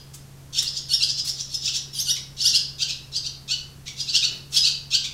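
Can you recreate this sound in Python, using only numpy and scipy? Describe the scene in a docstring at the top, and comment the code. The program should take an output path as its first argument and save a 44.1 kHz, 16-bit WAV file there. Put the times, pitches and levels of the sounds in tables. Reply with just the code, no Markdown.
"""Inside a bare concrete bunker, swallows squabble. Each squawk is a raspy harmonic series from the two
sides of the syrinx, mixed with turbulent air and filtered by throat and beak; its pitch dips, then whips
upward. The walls add early reflections and a short reverberant ring. Wings flick now and then, there is
one soft scuff, and a far engine hums in the outdoor air."""
import sys
import numpy as np
from scipy import signal
from scipy.fft import rfft, irfft, next_fast_len
from scipy.io import wavfile
from scipy.ndimage import uniform_filter1d

SR = 44100
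rng = np.random.default_rng(int(sys.argv[2]) if len(sys.argv) > 2 else 0)


def transcribe(u):
    """Save the signal u as a 16-bit wav file named by the first command-line argument.

    u: samples, shape (n,) or (channels, n), limited to [-1, 1]; the rate is SR.
    q: integer samples, one column per channel.
    """
    v = np.clip(np.atleast_2d(u).T, -1, 1)
    q = np.round(v * 32767).astype(np.int16)
    wavfile.write(sys.argv[1], SR, q)


N = 226612
TIME = np.arange(N) / SR
RUN_IN = SR // 2   # samples: the bunker is already ringing when the scene opens
CUTOFF_HZ = 15750
MIN_FFT_SIZE = 8192


def swallows(perches=3):
    """Superposition: the squawks come from the perches in turn and add up in one row for each."""
    # calls: peak_time_s, top_pitch_hz, rasp (0 to 1), level_db, gape_db, treble_db
    squawks = [(-.14, 1706, 0.37, -24.5, -1.5, -18), (.593, 1876, 0.62, -19, 0, -10),
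               (.685, 1773, 0.26, -26, -13, -28), (.781, 1768, 0.65, -26.5, -13.5, -18),
               (.944, 1863, 0.22, -17, -5.5, -4), (1.039, 1682, 0.28, -18, -8.5, -12.5),
               (1.106, 1762, 0.52, -24, -13, -24), (1.198, 1740, 0.62, -24.5, -15, -31),
               (1.295, 1802, 0.56, -24, -17, -10), (1.41, 1844, 0.8, -26.5, -14, -28),
               (1.552, 1863, 0.73, -25, -19, -6), (1.663, 1812, 1, -23, -13, -34),
               (1.691, 1522, 0.62, -26, 2, -27), (1.766, 1812, 0.98, -24, -2.5, -10),
               (2.011, 2161, 0.21, -15.5, -10, 3.5), (2.11, 1942, .15, -18, -3, 0),
               (2.174, 1144, 0.4, -34, 21, 12), (2.422, 1742, 0.48, -21, -12, -12.5),
               (2.474, 1880, 0.19, -15.5, -7.5, -4.5), (2.498, 1702, 0.9, -21.5, -27, -17),
               (2.565, 1714, 0.33, -15.5, -9, -11.5), (2.829, 1546, 0.57, -19.5, -2.5, -19),
               (2.906, 1368, 0.82, -25.5, -1, -28), (3.169, 1647, 0.47, -21.5, -15.5, -20),
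               (3.271, 1578, 0.47, -27.5, -9.5, -18), (3.524, 1540, .45, -19.5, -2, -22),
               (3.885, 1143, 0.49, -29.5, 11, -2), (4.011, 1656, 0.64, -25, -11.5, -13),
               (4.103, 1570, 0.37, -24.5, -11, -21), (4.168, 1694, 0.47, -16.5, -4, -21),
               (4.251, 1496, 0.35, -18.5, -4.5, -19), (4.578, 1683, .7, -13.5, -7.5, -9),
               (4.663, 1622, 0.28, -16, -10.5, -16), (4.685, 1518, 0.44, -21, -5.5, -13),
               (4.955, 1609, 0.47, -14.5, -4.5, -23), (5.056, 1216, 0.66, -26.5, 2, -9)]
    rows, last_s = np.zeros((perches, RUN_IN + N + SR)), -np.inf
    for k, (peak_s, top_hz, rasp, level_db, gape_db, treble_db) in enumerate(squawks):
        lead_s, call = articulate(peak_s - last_s, top_hz, rasp, gape_db, treble_db)
        start = RUN_IN + int((peak_s - lead_s) * SR)
        rows[k % perches, start:start + len(call)] += from_db(level_db) * call
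        last_s = peak_s
    return rows[:, :RUN_IN + N]


def articulate(pause_s, top_hz, rasp, gape_db, treble_db, usual_top_hz=1700, usual_dip_hz=1322):
    """Covariation: a higher call scoops wider and longer; the pause sets its lead-in, the gape its tone."""
    # a call from rest swells slowly, one hard after another bursts in: pause_s, lead_s, level_db
    lead_ins = [(.025, .031, 3), (.08, .046, 0), (.12, .052, -2.5), (0.299, .059, -5.5)]
    pauses, leads, levels = np.transpose(lead_ins)
    height = top_hz / usual_top_hz
    lead_s = np.interp(pause_s, pauses, leads) * height ** 1.6
    lead_db = np.interp(pause_s, pauses, levels) + .25 * gape_db   # a nearly shut beak muffles it
    dip_hz = min(usual_dip_hz * height ** .5, .85 * top_hz)   # even the lowest grunt dips
    hiss_share = 1.62 * from_db(.2 * gape_db)   # a wider beak lets out more torn air
    return lead_s, squawk(lead_s, dip_hz, top_hz, rasp, lead_db, beak(gape_db, treble_db), hiss_share)


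def squawk(lead_s, dip_hz, top_hz, rasp, lead_db, harmonics_db, hiss_share,
           whip_s=.03, release_s=.017, second_ratio=1.26, second_share=.67):
    """Biphonation: two voices and hiss sag in pitch, whip up to a clearer peak, then hook down."""
    t = np.arange(-lead_s, release_s, 1 / SR)
    rise_s = min(whip_s, .6505 * lead_s)
    glide_times = [-lead_s, -.5 * (lead_s + rise_s), -rise_s, -.58 * rise_s, -.1 * rise_s,
                   .2 * release_s, release_s]
    glide = np.interp(t, glide_times, [.562, .18, .05, .24, .94, 1, .9])
    pitch = dip_hz + (top_hz - dip_hz) * uniform_filter1d(glide, size=260, mode="nearest")
    effort_times = [-lead_s, -.72 * lead_s, -.55 * rise_s, -.1 * rise_s, .16 * release_s, release_s]
    effort_db = np.interp(t, effort_times, [lead_db - 13, lead_db - 8, lead_db + .49, 1, -2.5, -20])
    onset = np.minimum((t + lead_s) / .0051, 1)   # the air takes a moment to start
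    harshness = rasp ** 1.09 * np.interp(t, [-lead_s, -rise_s, 0], [2.9, 1.6, .7])
    # the two lowest harmonics fill in as the throat swells; in a clear call they bloom in the dip
    lowest = np.arange(len(harmonics_db))[:, None] < 2
    bloom_db = 12 * max(1 - 2 * rasp, 0)
    fill_db = np.interp(t, [-lead_s, -.66 * lead_s, -.45 * rise_s], [-13, bloom_db, 0])
    colour_db = harmonics_db[:, None] + lowest * fill_db
    second_side = second_share * harshness * syrinx(pitch * second_ratio, 1.74 * rasp, colour_db)
    hiss = hiss_share * harshness * torn_air(len(t))
    first_side = syrinx(pitch, rasp, colour_db)
    power = 1 + (second_share ** 2 + hiss_share ** 2) * harshness ** 2
    return (first_side + second_side + hiss) / np.sqrt(power) * from_db(effort_db) * onset


def syrinx(pitch, rasp, harmonics_db, flutter=.0066, jitter=.0475, jitter_hz=420, shimmer_hz=280):
    """Quasi-periodic vibration: one side gives harmonics whose jitter and shimmer grow with the rasp."""
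    size = len(pitch)
    unsteady_hz = pitch * (1 + (flutter + jitter * rasp) * wander(jitter_hz, size))
    phase = 2 * np.pi * np.cumsum(unsteady_hz) / SR
    order = 1 + np.arange(len(harmonics_db))[:, None]
    gains = from_db(harmonics_db) * (order * pitch < CUTOFF_HZ)
    stack = np.sum(gains * np.sin(order * phase + rng.uniform(0, 2 * np.pi, order.shape)), axis=0)
    shimmer_db = 4 * rasp * wander(shimmer_hz, size)
    return rms_one(stack * from_db(shimmer_db))


def torn_air(size, puff_hz=660):
    """Turbulence: air torn by the membranes gives broadband noise in slight, rapid puffs."""
    # turbulence spectrum: frequency_hz, density_db
    spectrum = [(1200, -20.5), (2500, -13.5), (3700, 1), (5100, -8), (6200, -3), (7600, -5.5),
                (10000, -18.5), (15000, -5)]
    return rms_one(coloured_noise(spectrum, size) * from_db(.59 * wander(puff_hz, size)))


def beak(gape_db, treble_db, slope_db=-2.5):
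    """Resonance tracking: the beak stays tuned to harmonic 3; gives nine harmonics in dB against it."""
    upper_db = max(gape_db - 4.5, -10)   # harmonics 4 and 5 still pass a nearly shut beak
    first_five_db = [gape_db - 14, gape_db - 2, 0, upper_db - 4, upper_db - 3]
    return np.concatenate([first_five_db, treble_db + slope_db * np.arange(4)])


def throat(source):
    """Source-filter principle: the windpipe passes little below its first resonance and dulls the top."""
    # windpipe response: frequency_hz, gain_db
    response = [(1000, -16), (1400, -14.5), (1650, -12.5), (2100, -11.5), (2420, -6.5), (2750, 0),
                (3800, -0.5), (4700, -1.5), (5400, 2), (6500, -2.5), (7800, -6.5), (8600, -8.5),
                (11000, -14.5), (15500, -24.5)]
    padded = next_fast_len(len(source), True)
    gains = from_db(at_hz(response, np.fft.rfftfreq(padded, 1 / SR)))
    return irfft(rfft(source, padded) * gains, padded)[:len(source)]


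def bunker(source, echo_db=1.0, echo_span_s=.035, echo_count=16, ring_db=-.5, build_up_s=.006):
    """Reverberation: direct sound, near-wall reflections, then a dense ring whose treble dies sooner."""
    # reverberation time by band: centre_hz, t60_s
    decays = [(300, 1), (1500, 0.76), (3000, 0.41), (5000, 0.44), (8000, 0.32), (15000, 0.24)]
    t, hz = TIME[:SR], np.fft.rfftfreq(SR, 1 / SR)
    white = rfft(rng.standard_normal(SR))
    centres_hz, t60s = np.transpose(decays)
    ring = np.zeros(SR)
    for share, t60_s in zip(np.eye(len(decays)), t60s):
        band = at_hz(np.column_stack([centres_hz, share]), hz)
        ring += irfft(white * band, SR) * np.exp(-np.log(1000) * t / t60_s)
    ring *= 1 - np.exp(-t / build_up_s)
    delays_s = (np.arange(echo_count) + rng.uniform(.3, 1, echo_count)) / echo_count * echo_span_s
    echoes = np.zeros(SR)
    # longer paths arrive weaker
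    echoes[(delays_s * SR).astype(int)] = rng.choice([-1, 1], echo_count) / (delays_s + .0023)
    response = from_db(ring_db) * ring / np.linalg.norm(ring)
    response += from_db(echo_db) * echoes / np.linalg.norm(echoes)
    response[0] += 1   # direct sound
    return signal.fftconvolve(source, response)[:len(source)]


def wings():
    """Friction noise: feathers rub in brief, bright flicks."""
    # wing flicks: peak_time_s, level_db, width_s
    flicks = [(.146, -39, 0.0064), (.628, -29.5, 0.0049), (1.254, -35.5, 0.0059), (1.283, -34.5, 0.011),
              (4.556, -35.5, 0.023)]
    # feather spectrum: frequency_hz, density_db
    spectrum = [(500, -14), (2000, -7.5), (4000, 1.5), (7000, 6.5), (10000, -1), (15000, -9)]
    return swishes(flicks, spectrum)


def scuff():
    """Friction noise: one soft, low rub."""
    # the rub: peak_time_s, level_db, width_s
    rubs = [(4.345, -47.5, 0.051)]
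    # its spectrum: frequency_hz, density_db
    spectrum = [(100, -10), (220, -9), (350, -5.5), (700, -20), (2000, -17), (15000, -31)]
    return swishes(rubs, spectrum)


def engine(sway=.006, sway_hz=1.5, throb_db=-.14, throb_hz=3.3):
    """Engine orders: low tones locked to one wandering speed, each wavering a little in level."""
    # tones of the far engine: frequency_hz, level_db
    orders = [(69.5, -57), (102, -87), (136.5, -47.5), (201, -73)]
    turning = np.cumsum(1 + sway * wander(sway_hz, N)) / SR
    return sum(from_db(db + throb_db * wander(throb_hz, N)) * np.sqrt(2) * np.sin(2 * np.pi * hz * turning)
               for hz, db in orders)


def outdoor_air(level_db=-48.5):
    """Ambient noise: a steady floor, strongest in the bass."""
    # outdoor spectrum: frequency_hz, density_db
    spectrum = [(25, -2), (45, 2), (58, -11), (80, -2), (120, -0.5), (160, -2.5), (230, -9.5), (390, -13),
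                (600, -17.5), (1100, -20), (2200, -24.5), (5700, -24), (13000, -29.5), (15500, -35)]
    return from_db(level_db) * coloured_noise(spectrum)


def swishes(events, spectrum):
    """Amplitude modulation: Gaussian swells shape a rubbing noise."""
    swell = sum(from_db(db) * np.exp(-.5 * ((TIME - peak_s) / width_s) ** 2)
                for peak_s, db, width_s in events)
    return swell * coloured_noise(spectrum)


def coloured_noise(spectrum, size=N):
    """Spectral shaping: white noise takes on the given spectrum, at about unit power."""
    padded = next_fast_len(max(size, MIN_FFT_SIZE), True)
    gains = from_db(at_hz(spectrum, np.fft.rfftfreq(padded, 1 / SR)))
    return rms_one(irfft(rfft(rng.standard_normal(padded)) * gains, padded))[:size]


def wander(rate_hz, size):
    """Low-pass noise: a smooth random drift of about unit spread, up to about the given rate."""
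    padded = next_fast_len(max(size, MIN_FFT_SIZE), True)
    gains = 1 / (1 + (np.fft.rfftfreq(padded, 1 / SR) / rate_hz) ** 4)
    return rms_one(irfft(rfft(rng.standard_normal(padded)) * gains, padded))[:size]


def at_hz(points, hz):
    """Interpolation of a spectrum on a log-frequency axis."""
    freqs, values = np.transpose(points)
    return np.interp(np.log(np.maximum(hz, 1)), np.log(freqs), values)


def from_db(db):
    """Decibels to amplitude ratio."""
    return 10 ** (np.asarray(db) / 20)


def rms_one(x):
    """Normalisation to unit power."""
    return x / np.sqrt(np.mean(x ** 2) + 1e-20)


def scene():
    """Superposition: birds and wings, each place with its own echoes, over a scuff and the outdoors."""
    calls = sum(bunker(throat(perch)) for perch in swallows())[RUN_IN:]
    flicks = bunker(wings())
    outside = engine() + outdoor_air()
    return (from_db(-1) * calls + from_db(-2) * flicks + scuff() + outside)[None]


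def record(dry):
    """Band limiting: an elliptic low-pass cuts the top steeply."""
    return signal.sosfilt(signal.ellip(12, .1, 90, CUTOFF_HZ, fs=SR, output="sos"), dry)


dry = scene()
out = record(dry)
transcribe(out)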